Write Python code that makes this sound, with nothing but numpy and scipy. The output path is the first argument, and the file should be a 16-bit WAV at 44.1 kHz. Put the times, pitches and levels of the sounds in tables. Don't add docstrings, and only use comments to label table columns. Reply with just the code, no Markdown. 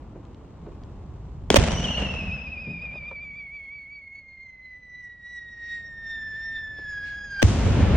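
import sys
import numpy as np
from scipy import signal
from scipy.fft import rfft, irfft, next_fast_len
from scipy.io import wavfile
from scipy.ndimage import uniform_filter1d

SR = 44100
rng = np.random.default_rng(int(sys.argv[2]) if len(sys.argv) > 2 else 0)


def transcribe(signal):
    frames = np.atleast_2d(signal).T
    limited = np.clip(frames, -1, 1)
    pcm = np.round(limited * 32767).astype(np.int16)
    wavfile.write(sys.argv[1], SR, pcm)


N = 351036
T = np.arange(N) / SR


def undb(db):
    return 10 ** (np.asarray(db) / 20)


def unit(x):
    return x / np.sqrt(np.mean(x ** 2) + 1e-18)


def peak_one(x):
    return x / np.abs(x).max()


def curves(rows, t):
    s, *columns = np.transpose(rows)
    return [np.interp(t, s, c) for c in columns]


def response(points, size):
    hz, db = np.transpose(points)
    bins_hz = np.arange(size // 2 + 1) * SR / size
    return undb(np.interp(np.log(bins_hz + 1), np.log(hz), db))


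def colour(x, points):
    size = next_fast_len(x.shape[-1], True)
    return irfft(rfft(x, size) * response(points, size), size)[..., :x.shape[-1]]


def band(x, lo_hz, hi_hz, order=2):
    edges_hz = [lo_hz, min(hi_hz, SR / 2 - SR / 20)]
    return signal.sosfilt(signal.butter(order, edges_hz, "band", fs=SR, output="sos"), x)


def walk(rate, size=N):
    u = np.arange(size) / SR * rate
    knots = rng.standard_normal(N // 20)
    return np.sqrt(3 / 2) * np.interp(u, np.arange(len(knots)), knots)


def add(out, s, x):
    i = int(s * SR)
    out[:, i:i + x.shape[-1]] += x[..., :N - i]


def wash(t, levels_db, points, spread, grain_db, fade_db):
    mid, side = rng.standard_normal((2, len(t))) * undb(grain_db * walk(350, len(t)))
    size = next_fast_len(len(t), True)
    hz = np.arange(size // 2 + 1) * SR / size
    wide = np.outer([1, -1], rfft(side, size) * response(spread, size))
    spectrum = (rfft(mid, size) + wide) * response(points, size)
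    low = 1 / (1 + (hz / 180) ** 8)
    high = 1 - 1 / (1 + (hz / 3300) ** 4)
    rumble, body, treble = (irfft(spectrum * share, size)[:, :len(t)] for share in (low, 1 - low - high, high))
    rumble_db, body_db = levels_db
    rumble = rumble / np.sqrt(uniform_filter1d((rumble ** 2).mean(0), size=SR // 14) + 1e-18)
    body_rms = np.std(band(body.mean(0), 200, 1400))
    upper = (body + treble * undb(-fade_db * (t - t[0]))) / body_rms
    return rumble * undb(rumble_db) + upper * undb(body_db)


# time_s, wind_rumble_db, distant_wash_db
AIR_BEFORE = [(0, -42, -50), (.5, -46.5, -50.5), (.7, -42, -49), (1.45, -36.5, -51.5)]
AIR_AFTER = [(3.5, -56, -65), (4.1, -60, -68), (5.2, -58, -68), (5.9, -51.5, -61), (7.38, -47, -58)]
# frequency_hz, density_db_per_hz
AIR_COLOUR = [(22, -11.5), (55, 6.5), (130, -1), (300, -5.5), (600, -15.5), (1050, -18), (1600, -30.5),
              (3000, -36.5), (5000, -48), (7500, -49), (10000, -67.5)]
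HUSH_COLOUR = [(22, -13.5), (54, 1), (114, -8.5), (243, -12), (352, -19), (580, -19.5), (1100, -26.5),
               (1600, -30), (3000, -33.5), (5000, -40.5), (7500, -43), (10000, -62.5)]
# frequency_hz, side_minus_mid_db
AIR_SPREAD = [(60, -13.5), (200, -23), (380, -13), (700, -5.5), (2400, -9.5), (4400, 3.5), (8000, 2.5)]


def night_air():
    handover = np.interp(T, [1.5, 3.2], [0, 1])
    before = wash(T, curves(AIR_BEFORE, T), AIR_COLOUR, AIR_SPREAD, grain_db=1.0, fade_db=-2.0)
    after = wash(T, curves(AIR_AFTER, T), HUSH_COLOUR, AIR_SPREAD, grain_db=1.0, fade_db=2.0)
    return before * (1 - handover) ** 2 + after * handover


def noise_burst(t60_s):
    t = T[:SR // 4]
    return rng.standard_normal(len(t)) * undb(-60 * t / t60_s)


def knock(hz, t60_s):
    narrow = band(noise_burst(t60_s), hz / 1.254, hz * 0.997, order=1)
    return peak_one(band(narrow, hz / 3, hz * 3, order=2))


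# start_s, body_peak_db, pitch_hz, noise_t60_s, edge_db (re body)
KNOCKS = [(.157, -35.5, 332, 0.19, -4.5), (.626, -34.5, 161, 0.072, -18), (.664, -31, 427, 0.15, -24),
          (2.67, -28, 182, 0.41, -24), (2.953, -37, 400, .04, -1), (3.111, -34, 598.6, .08, -3),
          (6.332, -52.5, 500, .04, -11), (6.786, -38.5, 422, 0.092, -18)]
EDGE_RATIO, EDGE_T60_S = 1.8, 0.063


def knocks():
    out = np.zeros((2, N))
    for s, db, hz, t60_s, edge_db in KNOCKS:
        edge = undb(edge_db) * knock(EDGE_RATIO * hz, EDGE_T60_S)
        add(out, s, undb(db) * (knock(hz, t60_s) + edge))
    return out


# start_s, peak_db, pitch_hz
SPARKS = [(.252, -49.5, 4120), (.3462, -45.5, 3940), (.836, -42, 4070), (2.175, -50, 3000),
          (2.31, -51, 6540)]
TRAIL_S, TRAIL_DB, TRAIL_HZ = (2.4, 3.6), -62, 5800


def sparks():
    out = np.zeros((2, N))
    trail = [(s, TRAIL_DB, TRAIL_HZ) for s in rng.uniform(*TRAIL_S, size=4)]
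    for s, db, hz in list(SPARKS) + trail:
        snap = band(noise_burst(.007), hz / 3.2, hz * 0.99)
        snap = colour(snap, [(7500, 5), (11000, -25.0)])
        add(out, s, undb(db) * peak_one(snap))
    return out


# peak_s, rumble_db, body_db, decay_s
ECHOES = [(1.625, -19, -49, 0.032), (1.66, -26, -26.5, .04), (1.745, -24, -42.5, .05),
          (2.0, -31.5, -33.5, 0.14), (2.289, -31.5, -54, 0.088), (2.87, -44, -52.5, 0.4),
          (7.487, -19, -30, 0.029), (7.667, -17, -30.5, 0.055), (7.808, -14, -28.5, 0.052),
          (7.942, -13.5, -37, 0.021)]


def roll(t, rumble_db, rumble_fall_db, body_db, body_fall_db):
    age = t - t[0]
    power = undb([rumble_db - rumble_fall_db * age, body_db - body_fall_db * age]) ** 2
    for s, low_db, mid_db, decay in ECHOES:
        swell = np.exp(-np.maximum((s - t) / .4, t - s) / decay)
        power = power + np.outer(undb([low_db, mid_db]), swell) ** 2
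    return 10 * np.log10(power)


# rumble_db, rumble_fall_db_per_s, body_db, body_fall_db_per_s
LAUNCH_ROLL = (-26, 15.5, -26, 24)
BURST_ROLL = (-23, -4.5, -30.5, -9)
# frequency_hz, density_db_per_hz
LAUNCH_COLOUR = [(22, -17), (60, 10.5), (110, -2), (200, 1.5), (330, -15), (600, -10.5), (1200, -20.5),
                 (3000, -20), (4200, -28), (6500, -28.5), (9300, -38.5), (11000, -77.5)]
BURST_COLOUR = [(22, -24), (55, 11), (90, 14.5), (170, -4.5), (300, -18.5), (600, -25), (1200, -33),
                (3000, -36), (4200, -40), (6500, -40.5), (9300, -51), (11000, -76)]
# frequency_hz, side_minus_mid_db
SPREAD = [(60, -16.5), (200, -19.5), (380, -10.5), (700, -4), (1300, -9), (2400, -5.5), (4400, 1.5),
          (8000, 4)]


def echoes():
    out = np.zeros((2, N))
    launch_s, burst_s = CRACKS[0][0], CRACKS[-1][0]
    t = T[int(launch_s * SR):][:5 * SR // 2]
    build = np.interp(t, [1.503, 1.508, 1.575, 3.1, 3.5, 4], [.02, .5, 1, 0.98, 0.6, .2])
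    grain_db = np.interp(t, [1.7, 2.4], [2.8, 1.3])
    lumps_db = 0.9 * walk(25, len(t))
    levels_db = roll(t, *LAUNCH_ROLL) + lumps_db
    add(out, launch_s, build * wash(t, levels_db, LAUNCH_COLOUR, SPREAD, grain_db, fade_db=26))
    t = T[int(burst_s * SR):]
    build = 1 - np.exp(-(t - t[0]) / 0.003)
    levels_db = roll(t, *BURST_ROLL)
    add(out, burst_s, build * wash(t, levels_db, BURST_COLOUR, SPREAD, grain_db=0.5, fade_db=38.5))
    return out


WHISTLE_ON_S, BURST_S = 1.64, 7.424
FACING_S, FACING_SPIN_HZ, FINAL_SPIN_HZ, BRAKE_S = 1.851, 16.878, 2.043, 1.1987


def turning():
    age = np.maximum(T, WHISTLE_ON_S) - FACING_S
    extra_turns = (FACING_SPIN_HZ - FINAL_SPIN_HZ) * BRAKE_S * (1 - np.exp(-age / BRAKE_S))
    return 2 * np.pi * (FINAL_SPIN_HZ * age + extra_turns)


# time_s, pitch_hz
PITCH = [(1.65, 3061), (1.9, 2891), (2.2, 2607), (2.9, 2405), (3.6, 2226), (3.95, 2238), (4.42, 2098),
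         (4.75, 1999), (5.5, 1890), (5.75, 1873), (6.27, 1767), (6.5, 1799), (6.8, 1737), (6.97, 1652),
         (7.23, 1669), (7.4, 1577)]
# time_s, level_db, overtones_db
BLOW = [(1.65, -40.5, -3), (1.77, -39.5, -12), (1.95, -33, -25.5), (2.15, -38.5, -21.5), (2.85, -38, -30.5),
        (3.7, -41, -29.5), (4.2, -48, -25.5), (5.2, -45.5, -18.5), (5.4, -41.5, -15.5),
        (5.75, -37.5, -15.5), (5.95, -40, -17), (6.25, -33.5, -15.5), (6.55, -33.5, -14.5),
        (6.75, -37, -14), (7.1, -33.5, -15), (7.28, -38, -11), (7.4, -29.5, -14.5)]
# time_s, pitch_jitter_share, level_flutter_db, unequal_pulses_db
RAGGED = [(1.7, .03, 4.5, 11.5), (2.15, .010, 3.5, 1), (3.7, .0055, 1, 1), (4.1, 0.0069, 2.5, -12),
          (5.2, .006, 2, -2), (6.5, 0.0048, 1, -10), (7.35, .0075, 1.5, 2.5)]
# time_s, left_minus_right_db
BEARING = [(2.5, 1), (3.6, -2), (4.6, -2), (5.7, -1.5), (6.7, -1)]
# time_s, pitch_swing_share, level_swing_db, overtone_swing_db
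TUMBLE = [(2.2, .025, 2, -3.5), (3.0, 0.026, 0.2, 4), (3.85, 0.02, 1.4, 2.5), (4.35, .005, 2, 0.5),
          (5.7, 0.0033, 3.5, 0.5), (6.6, .004, 1.2, 0.5)]
# frequency_hz, gain_db
OVERTONE_COLOUR = [(3300, -2.5), (3800, -1), (4300, 1), (5200, 0.5), (6500, -6.5), (7400, -10), (8300, -21),
                   (9500, -26), (11000, -46.5)]
# frequency_hz, density_db_per_hz
JET_COLOUR = [(400, -14), (1000, -14), (2200, 12.5), (3300, 0.5), (4500, 4.5), (6300, -6), (8000, -15.5),
              (10000, -38.5)]
CREST, LEAN = .2, .25
SCATTER_T60_S = 1.1


def whistle():
    pitch, = curves(PITCH, T)
    level_db, overtone_db = curves(BLOW, T)
    jitter, flutter_db, unequal_db = curves(RAGGED, T)
    pan_db, = curves(BEARING, T)
    swing, swell_db, bright_db = curves(TUMBLE, T)
    turn = turning()
    facing = np.cos(turn) + CREST * np.cos(2 * turn)
    warble = swing * (facing - LEAN * np.sin(2 * turn))
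    hz = pitch * (1 + warble + jitter * walk(260) + 0.0037 * walk(35))
    phase = 2 * np.pi * np.cumsum(hz) / SR + 7 * jitter * walk(1100)

    def carried_db(k):
        return np.interp(k * pitch, *np.transpose(OVERTONE_COLOUR))

    overtones = 0
    for k, db in enumerate([-3.0, -9.5, -12.5, -15.0], 2):
        wander_db = 3.8 * walk(23) + flutter_db * walk(150)
        overtones = overtones + undb(db + carried_db(k) + wander_db) * np.sin(k * phase)
    halves = 0
    for k, db in zip([.5, 1.5, 2.5, 3.5], [-32.0, -31, -47.5, -40.0]):
        halves = halves + undb(db + carried_db(k)) * np.sin(k * phase)
    halves = walk(120) * halves
    upper = undb(overtone_db) * overtones
    tone = np.sqrt(2) * (np.sin(phase) + undb(bright_db * facing) * (upper + undb(unequal_db) * halves))
    jet_db = -12.5 + overtone_db + 3.5 * walk(14)
    jet = undb(jet_db) * unit(colour(rng.standard_normal((2, N)), JET_COLOUR))
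    burning = np.clip((T - WHISTLE_ON_S) / 0.044, 0, 1) * (T < BURST_S)
    gain = undb(level_db + swell_db * facing) * burning
    direct = tone * gain * undb(flutter_db * walk(90))
    t = T[:SR]
    tail = rng.standard_normal((2, SR)) * undb(-60 * t / SCATTER_T60_S) * (t > .03)
    to_trees = (direct + undb(4.5) * gain * upper) * undb(np.interp(T, [1.8, 3, 5], [-3, -16, -24]))
    scattered = signal.fftconvolve(to_trees[None], unit(tail) / np.sqrt(SR), axes=1)[:, :N]
    left, right = direct * undb(pan_db / 2), np.roll(direct, 1) * undb(-pan_db / 2)
    return np.array([left, right]) + jet * gain + scattered


# start_s, level_db, length_s, left_right_likeness (0-1)
CRACKS = [(1.5027, -7, 0.002, .95), (1.512, -29, 0.0015, 0.4), (1.543, -7.5, 0.0011, 0.8),
          (1.558, -9.5, 0.011, 0), (7.4187, -25, 0.0061, 0.05), (7.4262, -12, 0.0032, 0)]
# frequency_hz, density_db_per_hz
CRACK_COLOUR = [(150, -17.5), (600, 7.5), (1500, -2), (2900, 0.5), (4200, -9), (6000, -7.5), (9500, -18),
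                (12500, -31.5), (15000, -20)]


def cracks():
    out, t = np.zeros((2, N)), T[:SR // 10]
    for s, db, length, alike in CRACKS:
        mid, side = unit(colour(rng.standard_normal((2, len(t))), CRACK_COLOUR))
        shape = np.minimum(t / 0.00058, 1) * np.exp(-np.maximum(t - length, 0) / (length / 3))
        shared = np.sqrt((1 + alike) / 2) * mid
        apart = np.sqrt((1 - alike) / 2) * np.outer([1, -1], side)
        left, right = undb(db) * shape * (shared + apart)
        add(out, s, np.array([left, np.roll(right, 2)]))
    return out


# start_s, pitch_hz, level_db, length_s, left_minus_right_db
THUMPS = [(1.5032, 3070, -6, 0.0018, 3), (1.5052, 438, -9.5, 0.0078, 1), (1.5085, 234, -11.5, 0.0081, 0),
          (1.5425, 480, -0.5, 0.0035, 0), (1.560, 562, -8.5, 0.014, -2), (1.570, 258, -13, 0.011, -4),
          (1.581, 84.8, -9.5, 0.024, -7.5), (1.604, 408, -15.5, .008, 3), (7.4263, 592, -10, 0.0047, 9),
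          (7.4286, 302, -15, 0.0078, -13), (7.436, 166, -10, 0.0095, 10), (7.443, 90, -4, 0.027, -2.5)]
PORT_LAG_S = .00035


def thumps():
    out, t = np.zeros((2, N)), T[:SR // 10]
    for s, hz, db, length, pan_db in THUMPS:
        age = np.clip(t - np.array([[0], [PORT_LAG_S]]), 0, length)
        swell = np.sin(np.pi * (age / length) ** 0.56)
        gain = undb(db + np.array([[pan_db], [-pan_db]]) / 2)
        add(out, s, -gain * swell * np.sin(2 * np.pi * hz * age))
    return out


def scene():
    return night_air() + knocks() + sparks() + echoes() + whistle() + cracks() + thumps()


def record(dry):
    rounded = dry / (1 + dry ** 4) ** (1 / 4)
    return signal.sosfilt(signal.ellip(8, .2, 70, 15800, fs=SR, output="sos"), rounded)


dry = scene()
out = record(dry)
transcribe(out)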